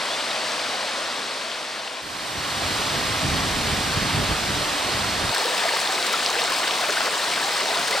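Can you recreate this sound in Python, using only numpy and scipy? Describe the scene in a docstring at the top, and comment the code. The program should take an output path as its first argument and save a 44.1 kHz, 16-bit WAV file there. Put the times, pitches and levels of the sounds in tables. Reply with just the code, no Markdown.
"""Stream water in the mountains, heard from three spots in turn: a bank above a pool (fading out),
a windy boulder bed (fading in) and close over a riffle. Far water is a patchy noise hiss, near water
a swarm of short ringing tones, one for each bubble; the loudest bubbles and drops are placed singly.
A bird chirps twice in gliding whistles. At the second spot low, lumpy noise is the wind buffeting
the stereo microphone. At the riffle, short bursts of treble noise are splashes."""
import sys
import numpy as np
from scipy import signal
from scipy.fft import rfft, irfft, next_fast_len
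from scipy.io import wavfile
from scipy.ndimage import uniform_filter1d

SR = 44100
rng = np.random.default_rng(int(sys.argv[2]) if len(sys.argv) > 2 else 0)


def to_wav(s):
    """Save 16-bit WAV."""
    ch = np.atleast_2d(s).T  # columns
    pcm = np.round(np.clip(ch, -1, 1) * 32767)  # PCM
    wavfile.write(sys.argv[1], SR, pcm.astype(np.int16))


N = 352800  # samples: 8 s


def gain_of(db):
    """Turns decibels into an amplitude factor."""
    return 10 ** (np.asarray(db) / 20)


def evened(x):
    """Scales a signal to an average power of one."""
    return x / np.sqrt(np.mean(x ** 2) + 1e-20)


def read(points, hz):
    """Reads a curve at any frequency, in straight lines over a logarithmic scale."""
    f, value = np.transpose(points)
    return np.interp(np.log(hz + 1), np.log(f + 1), value)


def level(curve, start, size):
    """Turns a table of times and decibels into a gain for each sample from start on."""
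    s, db = np.transpose(curve)
    return gain_of(np.interp(start + np.arange(size) / SR, s, db))


def add(mix, s, sound):
    """Adds a sound to the mix from s seconds on, cut off at the end of the mix."""
    part = mix[:, round(s * SR):][:, :sound.shape[1]]
    part += sound[:, :part.shape[1]]


def ports(first, second, colour, same, lean, lead):
    """Colours two unrelated sounds and blends them into the left and right microphone ports."""
    size = next_fast_len(len(first))
    hz = np.fft.rfftfreq(size, 1 / SR)
    a, b = rfft(first, size), rfft(second, size)
    alike = np.clip(read(same, hz), 0, 1)
    half_lean = gain_of(read(lean, hz) / 2)
    # the right port hears the first sound shifted in phase, plus a share of the second
    right = alike * a * np.exp(-1j * read(lead, hz)) + np.sqrt(1 - alike ** 2) * b
    spectra = np.array([a * half_lean, right / half_lean]) * gain_of(read(colour, hz))
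    pair = irfft(spectra, size)[:, :len(first)]
    return pair / np.sqrt(np.mean(pair.mean(0) ** 2))


def hiss(size, patchy_db, spatter_db):
    """Far water: two white noises sharing drifting patches and a brief spatter in the treble."""
    frames, hz = size // 64 + 5, np.fft.rfftfreq(256, 1 / SR)
    a, b, c, d, patches = rng.standard_normal((frames, 129, 5)).T
    # a patch spans 3 neighbouring bands and about 50 ms
    patches = uniform_filter1d(patches, size=3, axis=0)
    patches = evened(uniform_filter1d(patches, size=36, axis=1))
    spray = evened(uniform_filter1d(rng.exponential(1, frames) ** 2, size=4))
    treble = hz / (hz + 6200.0)
    change_db = patchy_db * patches + spatter_db * np.outer(treble, spray)
    z = np.array([a + 1j * b, c + 1j * d]) * gain_of(change_db)
    return evened(signal.istft(z, nperseg=256, noverlap=192)[1][:, :size])


def bubble(hz, cycles, rise, lag=0):
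    """A ringing pocket of air whose pitch climbs as it nears the surface; lag in radians."""
    cycles = max(cycles, 1)
    u = np.arange(int(5 * cycles / hz * SR)) * hz / SR  # time in cycles of the first pitch
    envelope = (1 - np.exp(-2 * u)) * np.exp(-u / cycles)
    return envelope * np.sin(2 * np.pi * (u + rise * u * u / (2 * cycles)) - lag)


def swarm(size, per_s, spread_db, pitches):
    """Bubbles at random moments, small ones more often; even power per Hz."""
    out = np.zeros(size)
    for hz in pitches:
        chance = rng.random(size)
        bigness = np.minimum(rng.exponential(1, size), 5)
        starts = chance < per_s * hz ** .6 / np.sum(pitches ** .6) / SR
        train = starts * gain_of(spread_db * bigness)
        cycles = rng.uniform(0.696, 1.355) * 6.62 * (hz / 1000) ** -.3  # large pockets ring longer
        ring = bubble(hz, cycles, rng.uniform(0.06, 0.317))
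        out += np.sqrt(hz) * evened(signal.oaconvolve(train, ring)[:size])
    return out / np.sqrt(len(pitches))


def water(size, grain, colour, same, lean, lead):
    """Hiss and bubbles of one spot; the rocks scatter a smeared copy of the bubbles to the far port."""
    share, per_s, spread_db, gurgle_db, patchy_db, spatter_db = grain
    share = np.clip(share, 0, 1)
    gurgle = swarm(size, 110., 1.9, np.geomspace(380, 1900, num=24))  # few large pockets
    small = swarm(size, per_s, spread_db, np.geomspace(260, 15000, num=64))
    pops = evened(small + gain_of(gurgle_db) * gurgle)
    # each narrow band arrives a few ms early or late, with its colour unchanged
    delays = 0.612 * evened(uniform_filter1d(rng.standard_normal(1025), size=4))
    rocks = irfft(np.exp(1j * np.cumsum(delays)))
    scattered = signal.oaconvolve(pops, np.roll(rocks, 1024), "same")
    bubbles = np.array([pops, scattered])
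    both = np.sqrt(1 - share) * hiss(size, patchy_db, spatter_db) + np.sqrt(share) * bubbles
    return ports(*both, colour, same, lean, lead)


# when each listening spot is heard: (from t/s, to t/s)
LISTENING_SPOTS = [(0, 2.018), (2.018, 5.315), (5.315, 8)]
# water level at each spot, before the fader: (level/dB)
WATER_LEVELS = [-26.5, -25, -24]
# make-up of the water, one row a spot: (bubble share of the power [0-1], bubbles [per s],
# level spread [dB], gurgle over the other bubbles [dB], patches [dB], treble spatter [dB])
WATER_GRAIN = [(0.21, 3000, 1, -10, 0.1, 0), (0.1, 3000, 0, -9, .5, -1), (0.2, 2500, 2.5, -3.5, 1.17, 3.1)]
# spectrum of each spot's water, before the shared treble colour; at the first two spots the sound # ends near
# 15.1 kHz: (f/Hz, relative level/dB per Hz)
BANK_COLOUR = [(15, -76), (25, -49), (70, -26), (193, -17), (234, -11.5), (380, -14), (520, -6.5),
               (630, -5), (793, -7.5), (1000, -7), (2400, -10.5), (5000, -12), (9000, -12.5),
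               (14900, -17.5), (15100, -75)]
BED_COLOUR = [(40, -45), (180, -11), (300, -4), (459, -7), (618, -2), (882, -4), (1040, -2.5), (2400, -6),
              (5000, -7.5), (9000, -6), (14950, -6), (15150, -65)]
RIFFLE_COLOUR = [(15, -65), (25, -42), (97, -19.5), (182, -13), (216, -12), (456, -6), (552, -4.5),
                 (694, -2.5), (1700, -5), (2400, -6), (5000, -7.5), (9000, -6.5), (15000, -7.5)]
# treble colour shared by the water and the splashes: (f/Hz, level/dB)
TREBLE_COLOUR = [(2600, 0), (3500, 1), (4400, 1.5), (5300, -2), (6700, -8), (7600, -7.5), (8600, -7),
                 (9500, -12.5), (10800, -20), (14500, -21)]
# likeness of the two ports, facing near water and the boulder bed: (f/Hz, likeness [0-1])
NEAR_LIKENESS = [(130, .999), (500, .98), (700, .95), (1400, .89), (2800, .86), (4000, .91), (5000, .86),
                 (7000, .5), (9500, .4), (11000, .5)]
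BED_LIKENESS = [(40, 1), (100, .97), (200, .89), (350, .78), (700, .92), (1400, .8), (4000, .87),
                (5000, .81), (7000, .25), (8000, .15), (11000, .5)]
# how much louder the left port is: (f/Hz, left over right level/dB)
NEAR_BALANCE = [(60, 1), (150, 0.5), (380, -1), (950, 0.5), (2380, 3), (5980, 0.5), (15000, 1)]
BED_BALANCE = [(60, -0.5), (150, -2.5), (380, -2), (950, -2.0), (2380, 0), (5980, 0), (15000, -1)]
# how far the left port is ahead: (f/Hz, lead [radians])
NEAR_AHEAD = [(70, 0), (200, .2), (1000, .7), (2000, .5), (4000, .1), (9500, .1), (11000, -.1)]
BED_AHEAD = [(50, 0), (200, .5), (1200, .7), (2800, .3), (5000, -.1), (7000, -.7), (11000, -.1)]


def stream():
    """The water of the three spots joined end to end, each with its own colour and grain."""
    near = (NEAR_LIKENESS, NEAR_BALANCE, NEAR_AHEAD)
    bed = (BED_LIKENESS, BED_BALANCE, BED_AHEAD)
    views = [(BANK_COLOUR, near), (BED_COLOUR, bed), (RIFFLE_COLOUR, near)]
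    grid = np.geomspace(15, 16000, num=900)
    parts = []
    for (t0, t1), db, grain, (colour, facing) in zip(LISTENING_SPOTS, WATER_LEVELS, WATER_GRAIN, views):
        heard = [(hz, read(colour, hz) + read(TREBLE_COLOUR, hz)) for hz in grid]
        size = round(t1 * SR) - round(t0 * SR)
        parts.append(water(size, grain, heard, *facing) * gain_of(db))
    return np.hstack(parts)


# a far bird: (t/s, length [s], first f/Hz, middle f/Hz, last f/Hz, level/dB before the flutter)
BIRD_CHIRPS = [(.085, .078, 3080, 3465, 3480, -37), (.292, .028, 3930, 3850, 3700, -34)]


def bird():
    """Faint arched whistles, fluttering after their way through the trees."""
    out = np.zeros((2, N))
    for s, length, first_hz, middle_hz, last_hz, db in BIRD_CHIRPS:
        u = np.arange(0, length, 1 / SR) / length
        arch_hz = middle_hz - (first_hz + last_hz) / 2
        hz = first_hz + (last_hz - first_hz) * u + arch_hz * np.sin(np.pi * u)
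        flutter_db = 3 * evened(uniform_filter1d(rng.standard_normal(len(u)), size=90))
        tone = np.sqrt(2) * np.sin(2 * np.pi * np.cumsum(hz) / SR)
        chirp = tone * gain_of(db + flutter_db) * signal.windows.tukey(len(u), .2)
        add(out, s, chirp[None])
    return out


# the loudest bubbles and drops: (t/s, level/dB before the left-right balance, pitch f/Hz,
# cycles to fade by 1/e, pitch rise in that time [share])
LOUD_BUBBLES = [(0.312, -15, 3750, 4.8, 0), (0.52, -14, 5180, 2.5, .2), (1.516, -17, 2670, 4, .3),
                (1.876, -22, 2390, 9, .42), (3.238, -22, 2180, 6.9, .47), (4.092, -22.5, 865, 12, .1),
                (5.293, -11, 3460, 3.3, .12), (5.323, -20, 910, 6.6, 0), (5.382, -12, 8270, 4, 0),
                (5.4, -16, 4300, 8.3, 0), (5.425, -24, 805, 18, 0.42), (5.443, -6, 4440, 1.3, .06),
                (5.452, -23, 490, 7, 0.037), (5.498, -24.5, 510, 12, 0), (5.623, -19.5, 1670, 13, .04),
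                (5.636, -17, 2590, 6.2, 0.32), (5.654, -19, 640, 11.4, 0.067), (5.69, -14, 1790, 6, 0),
                (5.734, -20, 506, 4, 0.022), (5.735, -21, 870, 12, 0.05), (5.735, -20, 1630, 9, .075),
                (5.802, -15, 7700, 6, 0.029), (5.874, -10, 3550, 4.8, 0), (5.891, -23.5, 755, 20, 0.031),
                (5.98, -11, 2030, 2.5, .06), (6.027, -4, 4000, 2.1, .06), (6.136, -13, 5090, 4, .06),
                (6.137, -15, 1030, 4, .25), (6.141, -14, 1320, 8.1, 0), (6.247, -11, 6670, 2.5, .2),
                (6.262, -0.5, 4250, 1.9, .15), (6.295, -14.5, 1100, 4.4, .07), (6.302, -14, 4820, 6, .5),
                (6.354, -18, 1560, 7, 0), (6.355, -21, 780, 11, .1), (6.364, -23, 430, 6.1, 0.11),
                (6.388, -16, 2060, 12, .82), (6.419, -9, 4070, 3.3, 0.031), (6.44, -8, 7040, 2.5, 0.034),
                (6.444, -24, 667, 14, .07), (6.519, -21, 1060, 14, 0), (6.619, -24, 1410, 14, 0),
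                (6.637, -24, 850, 10, 0.25), (6.644, -18, 1560, 6, 0), (6.709, -12, 2510, 4, .4),
                (6.808, -22, 643, 9.2, 0.31), (6.827, -20, 1340, 8.6, .17), (6.89, -21, 585, 7.8, 0.04),
                (6.895, -27, 415, 9.8, .07), (6.906, -4.5, 4490, 1.5, .35), (6.934, -19, 1300, 7, .07),
                (6.971, -13.5, 1420, 7.7, 0.11), (7.004, -21, 1330, 16, 0.084), (7.005, -9, 670, 1.4, 0.33),
                (7.179, -15, 7170, 3.7, .04), (7.248, -14, 6430, 2.5, .2), (7.336, -9.5, 2110, 2.5, .06),
                (7.358, -18, 3000, 9, 0.18), (7.427, -17, 1660, 7, 0.054), (7.446, -25, 710, 10, 0.12),
                (7.557, -17, 1130, 4, 0), (7.589, -22, 910, 10, .1), (7.687, -16, 770, 4, 0),
                (7.728, -16, 1090, 4.2, 0.18), (7.745, -18, 3840, 17, 0), (7.756, -18, 1000, 4, 0),
                (7.773, -9, 4200, 2.5, .06), (7.782, -22.5, 687, 15, .045), (7.928, -17, 2020, 13, 0.032),
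                (7.946, -21, 475, 3.6, 0.18), (7.954, -16, 1890, 6.2, 0.24), (7.964, -16, 1380, 7.8, 0),
                (7.974, -18, 680, 4.6, .2)]


def single_bubbles():
    """The loudest bubbles and drops, reaching the two ports as the water around them does."""
    out = np.zeros((2, N))
    bed_from, bed_to = LISTENING_SPOTS[1]
    for s, db, hz, cycles, rise in LOUD_BUBBLES:
        at_bed = bed_from < s < bed_to
        lean, lead = (BED_BALANCE, BED_AHEAD) if at_bed else (NEAR_BALANCE, NEAR_AHEAD)
        half_db = read(lean, hz) / 2
        pair = np.array([bubble(hz, cycles, rise), bubble(hz, cycles, rise, read(lead, hz))])
        add(out, s, pair * gain_of([[db + half_db], [db - half_db]]))
    return out


# fader ramps, straight in amplitude: the first spot sinks, the second rises
FADE_OUT_FROM_S, FADE_OUT_DB = 0.63, -6.5
FADE_IN_UNTIL_S, FADE_IN_DB = 2.77, -9.5


def fader():
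    """Gain that sinks towards the first change of spot and climbs back after it."""
    t, cut = np.arange(N) / SR, LISTENING_SPOTS[1][0]
    sinking = np.interp(t, [FADE_OUT_FROM_S, cut], [1, gain_of(FADE_OUT_DB)])
    rising = np.interp(t, [cut, FADE_IN_UNTIL_S], [gain_of(FADE_IN_DB), 1])
    return np.where(t < cut, sinking, rising)


# strength of the wind, before the fader: (t/s, level/dB)
WIND_GUSTS = [(2.02, -40), (2.3, -43), (2.38, -35), (2.46, -40), (2.68, -32), (2.8, -37.5), (2.95, -33),
              (3.2, -35), (3.25, -27), (3.5, -30), (4.12, -29.5), (4.23, -25.5), (4.28, -34), (4.33, -26),
              (4.4, -38), (4.54, -32), (4.78, -42.5), (5.0, -37), (5.23, -31), (5.32, -36)]
# spectrum of the wind: (f/Hz, relative level/dB per Hz)
WIND_COLOUR = [(12, -44), (20, -18), (57, -4), (102, -1), (172, -4), (313, -9.5), (347, -26), (389, -10.5),
               (420, -11.5), (550, -34), (920, -120)]


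def wind(start_s, size):
    """Low turbulence on the microphone, in lumps some 30 ms long, rising and falling in gusts."""
    a, b, lumps = rng.standard_normal((3, size))
    lumps = uniform_filter1d(uniform_filter1d(lumps, 1300), 1300)
    lumps = gain_of(2.2 * evened(lumps))
    buffets = ports(a * lumps, b * lumps, WIND_COLOUR, BED_LIKENESS, BED_BALANCE, BED_AHEAD)
    return buffets * level(WIND_GUSTS, start_s, size)


# bright splashes at the riffle: (t/s, burst level/dB before the attack and treble filter)
SPLASH_BURSTS = [(5.35, -35), (5.472, -36), (5.771, -28), (5.803, -31), (6.126, -24), (6.317, -36),
                 (6.408, -30), (6.501, -31), (6.884, -30), (6.91, -36), (7.03, -36), (7.191, -35),
                 (7.413, -28), (7.531, -31), (7.833, -35)]
SPLASH_T60_S = 0.025  # time to die away by 60 dB


def splashes():
    """Short bursts of spray, bright and nearly central, in the shared treble colour."""
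    t, drive = np.arange(2000) / SR, np.zeros((1, N))
    for s, db in SPLASH_BURSTS:
        attack = 1 - np.exp(-t / 0.00042)
        add(drive, s, gain_of([db - 60 * t / SPLASH_T60_S]) * attack)
    # one noise shared by both ports, plus a weaker one for each
    noise = rng.standard_normal(N) + .5 * rng.standard_normal((2, N))
    hz = np.fft.rfftfreq(N, 1 / SR)
    colour = gain_of(read(TREBLE_COLOUR, hz) - TREBLE_COLOUR[-1][1])
    bright = colour / (1 + (9500 / (hz + 1)) ** 6)  # weakens what lies below 9.5 kHz
    return irfft(rfft(drive * noise) * bright, N)


def scene():
    """Water and wind pass through the fader; single bubbles, splashes and bird are added after it."""
    faded = stream()
    bed_from, bed_to = LISTENING_SPOTS[1]
    first, last = round(bed_from * SR), round(bed_to * SR)
    faded[:, first:last] += wind(bed_from, last - first)
    return faded * fader() + bird() + single_bubbles() + splashes()


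EDGE_HZ, WIDTH_EDGE_HZ = 15830, 11800  # top of the sound, top of the stereo width


def record(dry):
    """Low-passes the sound at 15.8 kHz and its stereo width at 11.8 kHz."""
    def low_pass(x, hz):
        """Keeps what lies below hz."""
        return signal.oaconvolve(x, signal.firwin(511, hz, window=("kaiser", 9), fs=SR), "same")

    mid = low_pass((dry[0] + dry[1]) / 2, EDGE_HZ)
    side = low_pass((dry[0] - dry[1]) / 2, WIDTH_EDGE_HZ)
    return np.array([mid + side, mid - side])


dry = scene()
out = record(dry)
to_wav(out)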